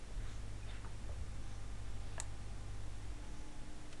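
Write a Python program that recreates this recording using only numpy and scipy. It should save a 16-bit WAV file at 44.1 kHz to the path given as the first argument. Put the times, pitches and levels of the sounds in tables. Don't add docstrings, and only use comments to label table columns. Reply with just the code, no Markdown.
import sys
import numpy as np
from scipy import signal
from scipy.fft import rfft, irfft
from scipy.io import wavfile

SR = 44100
rng = np.random.default_rng(int(sys.argv[2]) if len(sys.argv) > 2 else 0)


def master(y):
    cut = np.clip(np.atleast_2d(y).T, -1, 1)
    pcm = np.round(cut * 32767)
    wavfile.write(sys.argv[1], SR, pcm.astype(np.int16))


N = 176400
TIME = np.arange(N) / SR
FREQS = np.fft.rfftfreq(N, 1 / SR)

# (pitch [Hz], level [dB], decay [s])
KNOCK_NOTES = [(680, -39.5, 0.026), (972, -36, 0.019), (1670, -39.5, 0.027), (2730, -45, 0.013)]
# (pitch [Hz], level [dB], decay [s])
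SNAP_NOTES = [(1160, -60, 0.089), (1916, -36.5, 0.015), (2650, -41, 0.0099), (3850, -40, 0.015),
              (4180, -40, 0.016), (6780, -41, 0.019), (7700, -49, 0.043), (7870, -39, .017),
              (8600, -44.5, .022), (9410, -43, 0.027)]
# (frequency [Hz], relative level [dB])
RATTLE_COLOUR = [(300, -9), (900, 6), (2000, 6.5), (4000, -10), (5500, 4), (7500, 3), (10000, -5),
                 (12000, -14.5)]
# (start [s], level [dB], centre [Hz], decay [s], width [octaves])
HAND_BUMPS = [(.085, -61, 440, 0.14, 0.17), (.108, -56, 586, .12, 0.1), (.675, -57, 600, 0.24, 0.59),
              (.845, -50.5, 1150, .055, .6), (.858, -52.5, 850, 0.056, .15),
              (1.085, -57.5, 1090, 0.059, .3), (1.092, -52, 550, .18, .35)]
# (middle [s], level [dB], pitch [Hz], half length [s])
CARRY_THUDS = [(0.193, -43, 33.8, .08), (1.114, -40, 76, 0.017), (1.203, -43, 70, .025),
               (3.119, -43, 55, 0.022)]
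# (start [s], level [dB], decay [s])
HAND_TICKS = [(3.923, -56, 0.03), (3.9272, -46.5, 0.046)]
# (frequency [Hz], relative level [dB])
TICK_COLOUR = [(300, -3), (600, 2), (1300, -2), (2200, -1), (3700, -3), (5000, -9), (6700, -8.5),
               (9500, -16), (12000, -35)]
# (middle [s], level [dB], half length [s], centre [Hz], width [octaves])
RUSTLE_STROKES = [(0.277, -63, 0.047, 1420, 0.74), (.31, -66.5, 0.044, 3700, 0.22),
                  (.32, -68.5, 0.048, 6400, .25), (0.707, -63.5, 0.012, 3300, .25),
                  (0.733, -60, 0.051, 1900, 0.71), (1.51, -73, .04, 3600, .15),
                  (1.505, -71, 0.056, 6030, 0.17), (2.125, -68, 0.075, 3270, 0.56),
                  (3.243, -65, 0.019, 1600, 0.7), (3.38, -73.5, 0.13, 6240, 0.16)]
# (middle [s], level [dB], half length [s], centre [Hz])
SQUEAK_STROKES = [(.63, -65, .012, 2500), (.699, -57.5, .01, 3600)]
# (pitch [Hz], full level [dB], swells at [s], fades at [s])
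HUM_TONES = [(50, -50, 0, 3.5), (100, -54, .2, 3.2), (250, -73, .1, 3.9), (300, -63.8, 2.95, 4.1),
             (700, -78, 1.6, 3.9), (800, -72.5, 1.3, 2.95), (850, -70, 3.1, 3.8), (1050, -78.5, 1.3, 3.5),
             (1200, -75.5, 1.15, 2.85)]
# (pitch [Hz], level [dB])
WHINE_TONES = [(5600, -83), (7400, -83)]
# (frequency [Hz], relative level [dB])
RUMBLE_COLOUR = [(3, -4.5), (12, 3), (25, -0.5), (40, -5), (75, -9.5), (110, -14), (150, -23.5),
                 (250, -56.5)]
# (time [s], relative level [dB])
RUMBLE_SWELLS = [(0, -1.5), (.25, 3.5), (.7, -3.5), (1.15, 1), (1.6, -2.5), (2.0, 2), (2.4, -3), (3.1, 1.5),
                 (3.9, -3.5)]
# (frequency [Hz], relative level [dB])
HISS_COLOUR = [(60, -17), (130, -0.5), (220, -4.5), (400, -9), (600, -11.5), (1000, -15.5), (1800, -16.5),
               (3000, -20.5), (4800, -23.5), (6000, -23.5), (7200, -25), (9300, -25), (10000, -27.5),
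               (11000, -34), (11600, -55.5), (12100, -67)]
# (centre [Hz], half width [Hz], level [dB])
HISS_RESONANCES = [(3569, 70, -82.5), (6780, 230, -85), (7590, 210, -86.5)]

KNOCK_S, SNAP_S = 2.1803, 2.2005


def amp(db):
    return 10 ** (np.asarray(db) / 20)


def unit(x):
    return x / np.sqrt(np.mean(x ** 2) + 1e-20)


def colour(points):
    hz, db = np.transpose(points)
    return amp(np.interp(np.log(FREQS + 1), np.log(hz + 1), db))


def band(hz, octaves):
    return np.exp(-.5 * (np.log2((FREQS + 1) / hz) / octaves) ** 2)


def noise(gain):
    return unit(irfft(rfft(rng.standard_normal(N)) * gain, N))


def tone(hz):
    return np.sqrt(2) * np.sin(2 * np.pi * (hz * TIME + rng.random()))


def strike(start, decay, rise):
    age = np.maximum(TIME - start, 0)
    return np.minimum(age / rise, 1) * np.exp(-np.log(1000) * age / decay)


def ring(start, notes, rise):
    return sum(amp(db) * strike(start, decay, rise) * np.sin(2 * np.pi * hz * (TIME - start))
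               for hz, db, decay in notes)


def switch_knock():
    body = amp(-53) * strike(KNOCK_S, decay=.17, rise=.001) * noise(band(850, octaves=.55))
    return ring(KNOCK_S, KNOCK_NOTES, rise=.0004) + body


def switch_snap():
    crack_delay_s, crack_width_s, crack_hz = .000448, .00036, 7590
    t = TIME - SNAP_S - crack_delay_s
    crack = amp(-23) * np.exp(-(t / crack_width_s) ** 2) * np.sin(2 * np.pi * crack_hz * t)
    rattle = amp(-39.5) * strike(SNAP_S, decay=.026, rise=.00035) * noise(colour(RATTLE_COLOUR))
    return crack + ring(SNAP_S, SNAP_NOTES, rise=.00017) + rattle


def handling():
    bumps = sum(amp(db) * strike(start, decay, rise=.0013) * noise(band(hz, octaves))
                for start, db, hz, decay, octaves in HAND_BUMPS)
    thuds = sum(amp(db) * np.exp(-((TIME - middle) / half_length) ** 2) * tone(hz)
                for middle, db, hz, half_length in CARRY_THUDS)
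    ticks = sum(amp(db) * strike(start, decay, rise=.001) * noise(colour(TICK_COLOUR))
                for start, db, decay in HAND_TICKS)
    return bumps + thuds + ticks


def rustles():
    def stroke(middle, db, half_length, hz, octaves):
        swell = np.exp(-.5 * ((TIME - middle) / half_length) ** 2)
        return amp(db) * swell * noise(band(hz, octaves))

    grain_s, grain_db = .0024, 1
    grain_times = np.arange(0, N / SR, grain_s)
    wobble = rng.standard_normal(N)[:len(grain_times)]
    grain = unit(amp(-grain_db * np.interp(TIME, grain_times, wobble)))
    brushing = grain * sum(stroke(*row) for row in RUSTLE_STROKES)
    squeaks = sum(stroke(*row, octaves=.03) for row in SQUEAK_STROKES)
    return brushing + squeaks


def mains_hum():
    fade_s, faded_db = .3, -12
    sound = sum(amp(db) * tone(hz) for hz, db in WHINE_TONES)
    for hz, db, start, end in HUM_TONES:
        swell = np.clip(.5 + np.minimum(TIME - start, end - TIME) / fade_s, 0, 1)
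        sound += amp(db + faded_db * (1 - swell)) * tone(hz)
    return sound


def rumble():
    level_db = -49.5 + np.interp(TIME, *np.transpose(RUMBLE_SWELLS))
    return amp(level_db) * noise(colour(RUMBLE_COLOUR)) + amp(-44.5) * tone(hz=9.1)


def microphone_hiss():
    resonances = sum(amp(db) * noise(1 / (1 + ((FREQS - hz) / half_width) ** 2))
                     for hz, half_width, db in HISS_RESONANCES)
    return amp(-57.5) * noise(colour(HISS_COLOUR)) + resonances


def room_echo(sound):
    mids = noise(band(830, octaves=1.0)) * strike(0, decay=.38, rise=.0033)
    treble = noise(band(6500, octaves=1.1)) * strike(0, decay=.15, rise=.0032)
    tail = amp(-19.5) * mids / np.linalg.norm(mids) + amp(-16) * treble / np.linalg.norm(treble)
    return signal.fftconvolve(sound, tail)[:N]


def scene():
    background = mains_hum() + rumble() + microphone_hiss()
    events = switch_knock() + switch_snap() + handling() + rustles()
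    return (events + room_echo(events) + background)[None]


def record(dry):
    cutoff_hz = 12150
    low_pass = signal.firwin(301, cutoff_hz, window=("kaiser", 8), fs=SR)
    return signal.oaconvolve(dry, low_pass[None], "same")


dry = scene()
out = record(dry)
master(out)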